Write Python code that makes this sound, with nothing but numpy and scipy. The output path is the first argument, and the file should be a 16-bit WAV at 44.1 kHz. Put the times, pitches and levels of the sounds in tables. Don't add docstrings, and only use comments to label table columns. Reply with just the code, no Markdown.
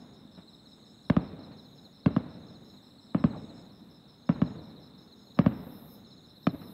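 import sys
import numpy as np
from scipy import signal
from scipy.fft import irfft
from scipy.io import wavfile
from scipy.ndimage import uniform_filter1d

SR = 44100
rng = np.random.default_rng(int(sys.argv[2]) if len(sys.argv) > 2 else 0)


def attenuation_scalar(level_db):
    decades = np.asarray(level_db, float) / 20
    return 10 ** decades


def dump(signal):
    limited = np.clip(np.atleast_2d(signal).T, -1, 1)
    pcm = np.round(limited * 32767).astype(np.int16)
    wavfile.write(sys.argv[1], SR, pcm)


N = 296793


def evened(x):
    return x / np.sqrt(np.mean(x ** 2) + 1e-20)


def read(points, hz):
    f, value = np.transpose(points)
    return np.interp(np.log(hz + 1), np.log(f + 1), value)


def add(mix, start_s, sound):
    at = round(start_s * SR)
    sound = sound[max(-at, 0):]
    part = mix[max(at, 0):][:len(sound)]
    part += sound[:len(part)]


def resonate(x, hz, width_hz):
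    turn = np.exp(2j * np.pi * np.cumsum(hz * np.ones(len(x))) / SR)
    r = np.exp(-np.pi * width_hz / SR)
    smooth = signal.lfilter([(1 - r) ** 2], [1, -2 * r, r * r], x / turn)
    return 2 * (turn * smooth).real


def wander(count, smooth_s):
    size = max(round(smooth_s * SR), 2)
    noise = uniform_filter1d(rng.standard_normal(count), size)
    return evened(uniform_filter1d(noise, size))


def hiss(count, field_db, patchy_db):
    hz = np.fft.rfftfreq(1024, 1 / SR)[:, None]
    t = np.arange(count // 256 + 5) * 256 / SR
    a, b, patches = rng.standard_normal((len(t), 513, 3)).T
    patches = uniform_filter1d(patches, size=9, axis=0)
    patches = evened(uniform_filter1d(patches, size=7, axis=1))
    z = (a + 1j * b) * attenuation_scalar(field_db(hz, t) + patchy_db * patches)
    return signal.istft(z, nperseg=1024, noverlap=768)[1][:count]


# pitch_hz, level_db
NIGHT = [(20, -37), (30, -27), (80, -12), (220, 0), (340, -11.5), (480, -15.5), (760, -20), (1300, -25.5),
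         (2500, -36), (5000, -44), (9000, -47), (16000, -63.5)]
# pitch_hz, width_hz, level_db
FAR_INSECTS = [(3720, 336, -68), (4013, 230, -69.5), (9680, 650, -94.5), (12500, 1500, -95),
               (15500, 300, -93.5)]


def night():
    linger_db, linger_s, linger_hz = 8, 0.8, 2500

    def field_db(hz, t):
        since = t[:, None] - np.array(SHELLS)[:, 0]
        since = np.where(since >= 0, since, np.inf).min(1)
        linger = np.clip(1 - since / linger_s, 0, 1) / (1 + (hz / linger_hz) ** 2)
        return read(NIGHT, hz) + linger_db * linger

    out = attenuation_scalar(-52) * evened(hiss(N, field_db, patchy_db=1.0))
    for hz, width_hz, db in FAR_INSECTS:
        chorus = evened(resonate(rng.standard_normal(N), hz, width_hz))
        out += attenuation_scalar(db + 1.4 * wander(N, 0.007)) * chorus
    return out


def rustle():
    t = np.arange(round(.2 * SR)) / SR
    brush = evened(resonate(rng.standard_normal(len(t)), 9000, 3500))
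    level = attenuation_scalar(-80.0 + 3 * wander(len(t), .004)) * np.sin(np.pi * t / t[-1])
    out = np.zeros(N)
    add(out, .98, level * brush)
    return out


# start_s, stop_s, level_db
RASP = [
    (.15, 1.1, -79.5),
    (2.55, 3.67, -79.5),
]


def rasp():
    idle_db, rise_s, cut_s = -89.5, 0.32, .07
    idle_throb_db, full_throb_db, throbs_per_s = 2.5, 1.0, 14.5
    t = np.arange(N) / SR
    effort = [np.interp(t, [a, a + rise_s, b - cut_s, b], [0, 1, 1, 0]) for a, b, db in RASP]
    effort_db = sum((db - idle_db) * e for (a, b, db), e in zip(RASP, effort))
    depth_db = idle_throb_db + (full_throb_db - idle_throb_db) * sum(effort)
    throb_db = depth_db * np.sin(2 * np.pi * throbs_per_s * t + 1.6 * wander(N, .3))
    scrape = evened(resonate(rng.standard_normal(N), 7840, 630))
    return attenuation_scalar(idle_db + effort_db + throb_db) * scrape


# start_s, stop_s
TRILLS = [(-.22, .175), (.62, 1.07), (1.52, 1.935), (2.379, 2.82), (3.27, 3.685), (4.17, 4.575),
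          (4.98, 5.39), (5.869, 6.285)]


def trills():
    out = np.zeros(N)
    for start, end in TRILLS:
        t = np.arange(0, end - start, 1 / SR)
        grown = t / t[-1]
        ticks_per_s = 163 - 16 * grown + 6 * wander(len(t), 0.0056)
        ticks = np.diff(np.floor(np.cumsum(ticks_per_s) / SR), prepend=0)
        drive = evened(ticks * rng.uniform(0.35, 1, len(t))) + 0.82 * rng.standard_normal(len(t))
        ring = evened(resonate(drive, 6500 + 240 * grown, 300))
        swell = attenuation_scalar(-83.5 + 6.5 * grown ** 0.52)
        add(out, start, swell * ring * signal.windows.tukey(len(t), .08))
    return out


# start_s, full_s, stop_s, level_db, wing_hz
FAR_BUZZ = [(t, t + 0.061, t + .33, -83, 12250) for t in (1.56, 2.58, 3.58, 4.53)]
# start_s, full_s, stop_s, level_db, wing_hz
NEAR_BUZZ = [
    (4.95, 5.72, 5.94, -63.5, 13200),
    (6.22, 6.745, 6.76, -62, 12650),
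]
# time_s, strokes_per_s
FAR_STROKES = [(0, 353.7), (7, 353.7)]
# time_s, strokes_per_s
NEAR_STROKES = [(6.1, 348.26), (6.35, 349), (6.47, 351.8)]


def phrase(start, full, stop, db, wing_hz, swell_db_per_s):
    start_db, stop_db = -22, -18.5
    ragged_s, stop_s = .04, .1
    soft, smooth, torn = 0.29, .15, .6
    swell = max(full + start_db / swell_db_per_s, start + 1 / SR)
    ragged = max(stop - ragged_s, full + 1 / SR)
    return [(start, db + start_db, wing_hz, soft),
            (swell, db + start_db, wing_hz, soft),
            (full, db, wing_hz, smooth),
            (ragged, db, wing_hz, smooth),
            (stop, db, wing_hz, torn),
            (stop + stop_s, db + stop_db, wing_hz, soft)]


def buzz(rows, strokes, width_hz):
    s, *columns = np.transpose(rows)
    t = np.arange(s[0], s[-1], 1 / SR)
    db, wing_hz, rough = (np.interp(t, s, c) for c in columns)
    rate = np.interp(t, *np.transpose(strokes))
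    turn = 2 * np.pi * np.cumsum(rate) / SR
    comb = np.zeros(len(t))
    for k in range(22, 46):
        resonance = 1 / (1 + ((k * rate - wing_hz) / width_hz) ** 2)
        line = np.cos(k * turn + 2 * np.pi * rng.random())
        comb += attenuation_scalar(4.5 * wander(len(t), 0.049)) * resonance * line
    scrape = resonate(rng.standard_normal(len(t)), wing_hz, 2.2 * width_hz)
    return attenuation_scalar(db) * (evened(comb) + np.clip(rough, 0, 1) * evened(scrape))


def bush_crickets():
    out = np.zeros(N)
    for row in FAR_BUZZ:
        add(out, row[0], buzz(phrase(*row, swell_db_per_s=280), FAR_STROKES, width_hz=830))
    for row in NEAR_BUZZ:
        add(out, row[0], buzz(phrase(*row, swell_db_per_s=43), NEAR_STROKES, width_hz=1600))
    return out


# time_s, beats_counted
BEATS = [(-.048, -1), (4.793, 26), (5.708, 31), (6.785, 37)]


def beat():
    beat_s, level_db = .18, -65
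    since = beat_s * (np.interp(np.arange(N) / SR, *np.transpose(BEATS)) % 1)
    gate_s = [0, .004, .075, .095, .14, .16, beat_s]
    gate_db = np.interp(since, gate_s, [-24, -4, -2.5, -10.5, -16.5, -19.0, -21])
    wing_hz = 5290 - 500 * since
    steady = np.sin(2 * np.pi * np.cumsum(wing_hz + 130 * wander(N, .003)) / SR)
    strokes = .3 + abs(np.sin(np.pi * 110 * since))
    drive = strokes * (.65 * steady + 2 * rng.standard_normal(N))
    ring = evened(resonate(drive, wing_hz, width_hz=355))
    return attenuation_scalar(level_db + gate_db + 0.82 * wander(N, .03)) * ring


# first_s, last_s, level_db
SLOW_CHIRPS = [(.366, .728, -58), (1.53, 1.858, -58), (2.431, 2.627, -58), (3.194, 3.504, -58.5),
               (4.351, 4.837, -58.5), (6.059, 6.499, -58)]
# first_s, last_s, level_db
QUICK_CHIRPS = [(.13, .17, -67.5), (.798, 1.056, -61.5), (1.096, 1.481, -61.5), (1.93, 2.387, -62),
                (2.706, 2.778, -58.5), (2.835, 3.111, -61), (3.589, 3.709, -63), (4.011, 4.143, -67.5),
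                (4.19, 4.273, -67), (4.874, 5.027, -61.5), (5.087, 5.13, -60), (5.196, 5.355, -61.5),
                (5.43, 5.645, -76), (5.762, 5.994, -72), (6.559, 6.718, -60.5)]


def chirp_times():
    warm_up_db, uneven_db, uneven_s = -2, 1.84, .0015
    rows = []
    # phrases, gap s, chirp length s
    for phrases, gap, length in ((SLOW_CHIRPS, .063, .039), (QUICK_CHIRPS, .039, .033)):
        for first, last, db in phrases:
            s = np.linspace(first, last, round((last - first) / gap) + 1)
            rows += list(zip(s, db + warm_up_db * (s == first), length + 0 * s))
    return np.array(rows) + rng.standard_normal((len(rows), 3)) * [uneven_s, uneven_db, uneven_s]


def chirps():
    out, rows = np.zeros(N), chirp_times()
    for (s, db, length), (detune, lag) in zip(rows, rng.standard_normal((len(rows), 2))):
        t = np.arange(0, length, 1 / SR)
        hz = 4460 * (1 + .011 * detune) - 760 * t / length
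        turn = 2 * np.pi * np.cumsum(hz) / SR
        strokes = abs(np.sin(np.pi * 84 * t + .15 + 0.43 * lag)) ** 0.58
        swell = np.sin(np.pi * (t / length) ** 1.51) ** 0.99
        tone = np.sin(turn) + 0.028 * np.sin(2 * turn) + .03 * np.sin(3 * turn)
        add(out, s - .6 * length, attenuation_scalar(db + 4.5) * strokes * swell * tone)
    smear = rng.standard_normal(1500) * attenuation_scalar(-60 * np.arange(1500) / SR / 0.05)
    return out + 0.51 * signal.oaconvolve(out, smear / np.linalg.norm(smear))[:N]


# pitch_hz, level_db
BOOM = [(30, -66), (60, -10), (90, -1.5), (120, 0), (160, 6.5), (200, 4.5), (250, 8), (300, -2.5),
        (380, -23), (600, -76.5)]
# pitch_hz, level_db
CRACK = [(300, -43.5), (400, -18.5), (520, -15.5), (650, -16), (850, -21), (1250, -18.5), (1700, -32.5),
         (3000, -37), (5000, -51.5), (7000, -63.5), (10000, -89)]
# pitch_hz, delay_ms
DRAG = [(60, 12), (90, 12.3), (120, 10.6), (160, 8.8), (200, 7.9), (250, 6.9), (300, 5.6), (450, 3.3),
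        (650, 2.3), (1000, .85), (4000, .35)]
# delay_ms, signed_share
WALLS = [(5.5, 0.12), (9, -0.073), (13.2, -0.099), (17.5, 0.097), (24.3, 0.065), (31, -0.043), (40, 0.011),
         (62, 0.052)]


def bang(boom_db, crack_db, bright_db, size):
    hz = np.fft.rfftfreq(8192, 1 / SR)
    delay_s = read(DRAG, hz / size) * size ** -1 / 1000
    phase = 2 * np.pi * np.cumsum(delay_s) * hz[1] - .1
    late = rng.uniform(0.0004, .014, 30)
    share = rng.normal(0, 0.42, 30) * attenuation_scalar(-60 * late / 0.024)
    scatter = (share * np.exp(-2j * np.pi * hz[:, None] * late)).sum(1)
    split = 1 + scatter * np.clip(hz / 2600, 0, 1)
    crack = attenuation_scalar(crack_db + read(CRACK, hz) + bright_db * np.log2(1 + hz / 1200)) * split
    crack = crack * (1 + 0.5 * np.exp(-2j * np.pi * hz * 0.001765 / size))
    boom = attenuation_scalar(boom_db + read(BOOM, hz / size))
    dull = 1 / (1 + (hz / 700) ** 2)
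    walls = 1 + dull * sum(part * np.exp(-2j * np.pi * hz * ms / 1000) for ms, part in WALLS)
    wave = irfft((boom + crack) * walls * np.exp(-1j * phase)) * 120
    onset = np.sin(np.pi / 2 * np.minimum(np.arange(6000) / 24, 1)) ** 2
    return wave[:6000] * onset


# pitch_hz, level_db (per Hz)
ROLL = [(30, -39.5), (60, -6), (100, -5), (185, -1), (250, 0.5), (345, -16), (510, -15), (750, -19),
        (1300, -23.5), (2000, -31), (3200, -39), (5000, -55), (8000, -89)]
# pitch_hz, t60_s
ROLL_T60 = [(60, 1.15), (200, 1.13), (500, 1.56), (1200, 1.04), (3000, 1.02)]


def roll(level_db, seconds, treble_db=0.):
    near_s, near_bass_db, near_treble_db = 0.0096, 10, 5.5
    bass_fade_db_per_s, treble_fade_db_per_s = 7, 9
    hill_s, hill_spread_s, hill_db = .38, 0.12, 8
    count = round(seconds * SR)
    slaps = rng.standard_normal(count) * (1 + 3 * (rng.random(count) < 400 / SR))
    clumps = evened(slaps * attenuation_scalar(1.8 * wander(count, 0.012)))
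    hz, t, z = signal.stft(clumps, SR, nperseg=512)
    near = t / near_s * np.exp(1 - t / near_s)
    hill = np.exp(-((t - hill_s) / hill_spread_s) ** 2)
    bass_db = 2.5 + near_bass_db * near - bass_fade_db_per_s * t
    high_db = near_treble_db * near - treble_fade_db_per_s * t + hill_db * hill
    high = (hz ** 2 / (hz ** 2 + 450 ** 2))[:, None]
    land_db = (1 - high) * bass_db + high * (high_db + treble_db)
    lumps = uniform_filter1d(rng.standard_normal(z.shape), size=8, axis=0)
    lumps = evened(uniform_filter1d(lumps, size=3, axis=1))
    decay_db = -60 * t / read(ROLL_T60, hz)[:, None]
    z = z * attenuation_scalar(level_db + 20.5 + land_db + 1.78 * lumps + read(ROLL, hz)[:, None] + decay_db)
    fade_in = np.minimum(np.arange(count) / SR / 0.0066, 1)
    return signal.istft(z, SR, nperseg=512)[1][:count] * fade_in


# start_s, boom_db, crack_db, bright_db (per octave above the crack), size (factor on pitch)
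SHELLS = [(-.35, -11.5, -15, 0, 1), (1.099, -13.5, -10.5, 0.5, 0.97), (1.166, -14.5, -15.5, 0.5, 1.04),
          (2.06, -12.5, -15.5, 1, 0.95), (2.164, -17.5, -15.5, -2, 1.024),
          (3.1465, -17.5, -14, -3.5, 1.036), (3.24, -12.5, -14.5, -1, 0.97),
          (4.2916, -14.5, -13.5, -2.5, 0.98), (4.4174, -15, -19, 1, 1.01), (5.3892, -13, -11, 1.5, 0.99),
          (5.462, -13.5, -11, -2, 0.995), (6.4688, -17, -14.5, 3.5, 1.08)]
# start_s, level_db
POPS = [(0.372, -45.5), (0.773, -58), (1.509, -46), (2.73, -56), (3.303, -55), (3.92, -74), (5.367, -46.5),
        (6.611, -43.5)]


def fireworks():
    out = np.zeros(N)
    for s, boom_db, crack_db, bright_db, size in SHELLS:
        add(out, s, bang(boom_db, crack_db, bright_db, size))
        add(out, s, roll(boom_db - 23.5, 0.99, treble_db=0.47 * (crack_db - boom_db)))
    fade = attenuation_scalar(-60 * np.arange(round(.1 * SR)) / SR / 0.39)
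    for s, db in POPS:
        add(out, s, .4 * bang(db, db + 4, -4., 1.1))
        add(out, s, roll(db - 10.5, .1, treble_db=10.0) * fade)
    air = signal.butter(4, [50, 6500], "band", fs=SR, output="sos")
    return signal.sosfiltfilt(air, out)


def scene():
    insects = rasp() + trills() + bush_crickets() + beat() + chirps()
    return (night() + rustle() + insects + fireworks())[None]


def band_limit(x):
    return signal.sosfilt(signal.butter(12, 16110, fs=SR, output="sos"), x)


def record(dry):
    ceiling, mic_hiss_db = .36, -80
    power = uniform_filter1d(dry[0] ** 2, size=400, origin=199)
    power_db = 10 * np.log10(abs(power) + 1e-12)
    fall = np.arange(N) * 340.0 / SR
    held_db = np.maximum.accumulate(power_db + fall) - fall
    over_db = np.maximum(held_db + 9, 0)
    ducked = dry / attenuation_scalar(0.047 * uniform_filter1d(over_db, size=300, origin=149))
    rounded = ceiling * np.tanh(ducked / ceiling)
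    heard = rounded + attenuation_scalar(mic_hiss_db) * rng.standard_normal(N)
    heard = signal.sosfilt(signal.butter(2, 38, "high", fs=SR, output="sos"), heard)
    treble_edge = signal.firwin(1023, 15765, window=("kaiser", 10), fs=SR)
    mix = signal.oaconvolve(heard, treble_edge[None], "same")
    return band_limit(mix)


dry = scene()
out = record(dry)
dump(out)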